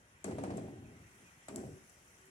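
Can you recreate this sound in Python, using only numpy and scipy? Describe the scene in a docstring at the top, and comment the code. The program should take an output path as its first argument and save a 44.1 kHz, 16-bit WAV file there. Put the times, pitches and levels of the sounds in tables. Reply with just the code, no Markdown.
"""In a room with palm trees outside, something like a sliding panel is pushed twice, close by.
Its catch ticks, tiny bumps in the track make it rumble, and bigger ones make it knock.
The room rings briefly as it comes to rest. Some way off, strong wind hisses through the fronds,
slaps their leaflets together and whistles faintly on edges, over a low outdoor murmur."""
import sys
import numpy as np
from scipy import signal
from scipy.fft import rfft, irfft, next_fast_len
from scipy.io import wavfile
from scipy.ndimage import uniform_filter1d

SR = 44100
rng = np.random.default_rng(int(sys.argv[2]) if len(sys.argv) > 2 else 0)


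def to_wav(sig):
    """Store sig (one row per channel, or 1-D mono) as 16-bit WAV at the path in sys.argv[1].

    Samples outside -1..1 are clipped; the rate is SR.
    """
    pcm = np.clip(np.atleast_2d(sig), -1, 1) * 32767
    pcm = np.round(pcm).astype(np.int16)
    wavfile.write(sys.argv[1], SR, pcm.T)  # frames by channels


N = 101429
T = np.arange(N) / SR
ROOM_FADE_S = 0.55   # a fade time is how long a sound takes to drop by 60 dB
CUTOFF_HZ, PAD_SAMPLES = 15800, 8192


# One list for each push. Each row: time in seconds, relative rumble and bass levels in dB.
PUSHES = [
    [(.245, -44.5, -60), (.285, -37.5, -45.5), (.365, -44.5, -43.5), (.45, -40.5, -49), (.55, -41.5, -44),
     (.68, -47, -50), (.82, -54, -52), (.98, -59.5, -57), (1.06, -70, -56.5), (1.11, -70, -79),
     (1.23, -63.5, -89), (1.36, -80, -72)],
    [(1.485, -52, -60), (1.545, -45, -59), (1.585, -41, -52.5), (1.63, -47, -54.5), (1.675, -49, -43.5),
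     (1.74, -57.5, -50.5), (1.785, -60.5, -73), (1.86, -76, -74)],
]
# The notes the panel rings at. Each row: pitch in Hz, width in Hz, relative level in dB.
PANEL_NOTES = [(179.8, 26, 3), (218.2, 37, 3), (275, 28.3, 3), (385, 72.5, -2.5), (463.7, 17, 3),
               (543, 22, 0), (624.6, 39, -3), (781, 54, -6)]
# The tone of dry rubbing. Each row: frequency in Hz, relative level in dB.
SCRAPE_TONE = [(600, -21), (950, 6), (1300, 0.5), (1950, -1), (3500, -11), (10000, -12.5), (13000, -41)]
def sliding_panel():
    """Tiny bumps in the track shake the panel; its higher notes and the scrape need a firm push."""
    split_hz, full_push_db = 430, -36
    level, bass = 0, 0
    for push in PUSHES:
        moving = uniform_filter1d(1. * ((T > push[0][0]) & (T < push[-1][0])), size=256)
        level_db, bass_db = in_time(push)
        level += moving * from_db(level_db)
        bass += moving * from_db(bass_db)
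    bumps = clicks(per_s=1500, spread_db=4)
    low_ring = wander(resonate(bumps, [note for note in PANEL_NOTES if note[0] < split_hz]))
    high_ring = wander(resonate(bumps, [note for note in PANEL_NOTES if note[0] >= split_hz]))
    body = steady(band(low_ring, 195, 646), 0.025)
    grit = steady(band(high_ring, 547, 1160), 0.05)
    boom = steady(band(bumps, 74.8, 149), 0.058)
    effort = (level / from_db(full_push_db) + 1e-9) ** 1.13
    panel = from_db(-1.5) * level * body + from_db(-3.5) * bass * boom + from_db(-46.5) * effort * grit
    scrape = from_db(-55) * effort * fluttering_noise(SCRAPE_TONE)
    return panel + from_db(-17) * room(panel) + scrape


# The bigger bumps. Each row: start in seconds, thud level in dB, crack level in dB.
KNOCKS = [(0.2437, -38.5, -47), (.3105, -38.5, -54.5), (0.3834, -33, -51), (.437, -31.5, -49.5),
          (0.5039, -34.5, -53), (.579, -33.5, -55), (.684, -44.5, -79), (1.483, -40, -49.5),
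          (1.638, -42.5, -76)]
# The hollow notes of a knock. Each row: pitch in Hz, width in Hz, relative level in dB.
THUD_NOTES = [(415, 45, -5), (628, 114, 5), (770, 280, -6)]
def knocks():
    """Each big bump gives a short hollow thud, a rattle of the panel and a dry crack."""
    hollow = band(resonate(signal.unit_impulse(N), THUD_NOTES), 387, 1450)
    blows, rattles, cracks = np.zeros((3, N))
    for start, thud_db, crack_db in KNOCKS:
        blows[int(start * SR)] += from_db(thud_db)
        rattles += from_db(thud_db - 19.5) * fade(start, fade_s=0.12)
        cracks += from_db(crack_db) * fade(start, fade_s=0.14)
    thuds = signal.fftconvolve(blows, hollow / np.abs(hollow).max())[:N]
    thuds += rattles * steady(band(rng.standard_normal(N), 410, 920, order=3), 0.003)
    return thuds + from_db(-4) * room(thuds) + cracks * fluttering_noise(SCRAPE_TONE)


# The ticks of the catch. 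Each row: start in seconds, level in dB, fade time in seconds.
TICKS = [(.2428, -36, 0.017), (0.437, -47, 0.013), (0.571, -47, 0.031), (1.4845, -41, 0.016),
         (1.5599, -31, 0.0064), (1.897, -53, 0.013)]
# The bright, high peaks that colour each tick. Each row: pitch in Hz, width in Hz, relative level in dB.
TICK_TONE = [(6100, 700, -7), (7750, 650, 17.5), (11000, 4200, -6)]
def catch_ticks():
    """The catch chatters for a few milliseconds and leaves a soft ring and hiss in the room."""
    def chatter():
        bright_noise = resonate(rng.standard_normal(N), TICK_TONE)
        return steady(band(bright_noise, 1000, 13000, order=8), .004)
    direct, tail_power = 0, 0
    for start, db, fade_s in TICKS:
        direct += from_db(db) * fade(start, fade_s)
        tail_power += fade_s / ROOM_FADE_S * (from_db(db) * fade(start, ROOM_FADE_S)) ** 2
    stereo_chatter = (chatter() + np.array([chatter(), chatter()])) / np.sqrt(2)
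    narrow_peaks = [(hz, width / 2, db) for hz, width, db in TICK_TONE[:2]]
    ring = unit_power(resonate(rng.standard_normal((2, N)), narrow_peaks))
    tail = np.sqrt(tail_power / 2) * (ring + fluttering_noise(HISS_TONE))
    return direct * stereo_chatter + from_db(-7) * tail


# How the wind swells. Each row: time in seconds, relative rush and leaf hiss levels in dB.
GUSTS = [(0, -72.5, -73), (.35, -67.5, -72.5), (.85, -69, -72), (1.22, -66.5, -67.5), (1.42, -68, -68.5),
         (1.9, -69.5, -67), (2.3, -68.5, -68)]
# The tones of the rush, hiss and murmur. Each row: frequency in Hz, relative level in dB.
RUSH_TONE = [(700, -25), (900, -4.5), (1900, -0.5), (2400, -4), (3100, -9), (3700, -14), (4500, -18.5)]
HISS_TONE = [(4000, -13), (4900, -4.5), (5600, 1.5), (6400, 6.5), (7000, -4), (7700, 4.5), (8600, -3),
             (10300, 3.5), (11800, -13.5), (13600, -23), (15800, -16)]
MURMUR_TONE = [(30, -9), (95, 2), (180, -3), (400, -9.5), (620, -8), (900, -11)]
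def wind():
    """Wind rushes through the treetops and makes leaflets hiss and slap, over a low murmur."""
    rush_db, hiss_db = in_time(GUSTS)
    slaps = np.array([band(clicks(per_s=450, spread_db=4), 4670, 14100, order=3) for side in range(2)])
    leaves = fluttering_noise(HISS_TONE) + from_db(-8) * unit_power(slaps)
    rush = from_db(rush_db + 2) * fluttering_noise(RUSH_TONE)
    murmur = from_db(-67.5) * fluttering_noise(MURMUR_TONE, bands_per_octave=2)
    return from_db(hiss_db - 1) * leaves + rush + murmur


# Faint wind tones. Each row: middle and half length in seconds, pitch at the middle in Hz,
# pitch rise toward the middle in Hz, level in dB.
WHISTLES = [(.87, .03, 2550, 131, -73), (1.275, 0.044, 2490, 280, -68.5), (1.4, 0.049, 2346, 198, -75),
            (1.723, 0.1, 380, -0.5, -60.5), (2.295, 0.1, 382.3, -1, -67.5)]
def whistles():
    """Gusts sing briefly on edges; the high tones rise and fall in pitch as they swell and fade."""
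    out = 0
    for middle, half_length, hz, rise_hz, db in WHISTLES:
        swell = np.exp(-((T - middle) / half_length) ** 2)
        pitch = hz * (1 + .022 * drift(60)) - rise_hz * (1 - swell)
        tone = np.sqrt(2) * np.sin(2 * np.pi * np.cumsum(pitch) / SR)
        out += from_db(db + 2 * drift(30)) * swell * tone
    return out


def room(x):
    """The room rings on as a fading wash of echoes, different on each side."""
    tail = rng.standard_normal((2, N)) * fade(0, ROOM_FADE_S)
    return signal.fftconvolve(x[None], tail / np.sqrt(np.sum(tail ** 2) / 2), axes=1)[:, :N]


# One echo for the left, one for the right. Each row: delay in seconds, level in dB.
ECHOES = [(.00221, -10.5), (.00162, -10)]
def close_echo(stereo):
    """A close reflection on each side boosts some high pitches and weakens others."""
    return np.array([side + from_db(db) * np.interp(T - delay, T, band(side, 2000, CUTOFF_HZ))
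                     for side, (delay, db) in zip(stereo, ECHOES)])


# How alike left and right sound. Each row: frequency in Hz, likeness (0 unrelated, capped at 0.99).
LIKENESS = [(100, 0.98), (300, 1.4), (650, 0.6), (1400, 0.36), (8000, -0.14)]
def fluttering_noise(tone, bands_per_octave=6):
    """Stereo noise with the given tone; each band flutters in level on its own."""
    low, high = tone[0][0], tone[-1][0]
    edges = np.geomspace(low, high, int(round(bands_per_octave * np.log2(high / low))) + 1)
    out, white = 0, rng.standard_normal((2, 2, N + PAD_SAMPLES))
    for k, (lo, hi) in enumerate(zip(edges, edges[1:])):
        shared, opposed = band(white[k % 2], lo, hi, order=3)[:, PAD_SAMPLES:]
        hz = np.sqrt(lo * hi)
        alike = np.clip(at_hz(LIKENESS, hz), -.99, .99)
        pair = np.sqrt(1 + alike) * shared + np.sqrt(1 - alike) * opposed * [[1], [-1]]
        flutter_db = 1.5 * drift(rate_hz=12)
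        out += from_db(at_hz(tone, hz) + flutter_db) * pair
    return unit_power(out)


def wander(x):
    """The panel's pitches shift a little as it slides."""
    speed = 1 + .012 * drift(rate_hz=5)
    return np.interp(np.cumsum(speed) % (N - 1), np.arange(N), x)


def clicks(per_s, spread_db):
    """Random clicks of uneven size."""
    hits = rng.random(N) < per_s / SR
    sizes = from_db(spread_db * np.minimum(rng.exponential(1, N), 4))
    return hits * sizes * rng.choice([-1, 1], N)


def resonate(x, peaks):
    """Make a sound ring at each peak, flipping every other one; narrow peaks ring longer."""
    out = 0
    for k, (hz, width, db) in enumerate(peaks):
        r = np.exp(-np.pi * width / SR)
        ring = signal.lfilter([1, 0, -1], [1, -2 * r * np.cos(2 * np.pi * hz / SR), r * r], x + 1e-18)
        out += (-1) ** k * from_db(db) * (1 - r * r) / 2 * ring
    return out


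def fade(start, fade_s):
    """A level that jumps to 1 at the start, then dies away."""
    return (T >= start) * from_db(-60 * np.clip((T - start) / fade_s, 0, 3))


def drift(rate_hz):
    """A smooth random wobble, about 1 in size."""
    step = 40   # samples between random points
    r = np.exp(-2 * np.pi * rate_hz * step / SR)
    slow = signal.lfilter([1], [1, -2 * r, r * r], rng.standard_normal(N // step + 2002))[2000:]
    return np.interp(np.arange(N) / step, np.arange(len(slow)), unit_power(slow))


def band(x, low_hz, high_hz, order=2):
    """Keep the sound between two frequencies."""
    return signal.sosfilt(signal.butter(order, [low_hz, high_hz], "band", fs=SR, output="sos"), x + 1e-18)


def steady(x, window_s):
    """Even out swells slower than the window, leaving a power of 1."""
    return x / np.sqrt(np.abs(uniform_filter1d(x ** 2, int(window_s * SR))) + 1e-20)


def in_time(rows):
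    """Join a table's points into one curve over time for each level column."""
    times, *columns = np.transpose(rows)
    return [np.interp(T, times, column) for column in columns]


def at_hz(rows, hz):
    """Look up a frequency in a table, sliding between rows by musical pitch."""
    frequencies, values = np.transpose(rows)
    return np.interp(np.log(hz), np.log(frequencies), values)


def unit_power(x):
    """Scale to an average power of 1."""
    return x / np.sqrt(np.mean(x ** 2) + 1e-20)


def from_db(db):
    """Turn decibels into a multiplier."""
    return 10 ** (np.asarray(db) / 20)


def scene():
    """Mix the wind and the panel; everything reaches the left a little before the right."""
    left, right = close_echo(wind() + catch_ticks()) + whistles() + sliding_panel() + knocks()
    lag_samples = np.round(.00029 * SR)
    return np.array([left, np.interp(np.arange(N) - lag_samples, np.arange(N), right)])


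# Which side is louder. Each row: frequency in Hz, left level minus right level in dB.
BALANCE = [(200, 1), (2900, -0.5), (4700, 1), (5600, 2), (6700, 28.5), (7700, 11.5), (8900, -3.5),
           (10200, -7), (12500, -2)]
def record(dry):
    """The microphone's two openings ring at different pitches; the lowest bass and the top are cut."""
    size = next_fast_len(N + PAD_SAMPLES)
    left_gain = from_db(at_hz(BALANCE, np.arange(1, size // 2 + 2) * SR / size))
    gains = np.array([left_gain, np.ones_like(left_gain)]) * np.sqrt(2 / (1 + left_gain ** 2))
    heard = irfft(rfft(dry, size) * gains, size)[:, :N]
    heard = signal.sosfilt(signal.butter(2, 35, "high", fs=SR, output="sos"), heard)
    return signal.sosfilt(signal.ellip(10, .1, 70, CUTOFF_HZ, fs=SR, output="sos"), heard)


dry = scene()
out = record(dry)
to_wav(out)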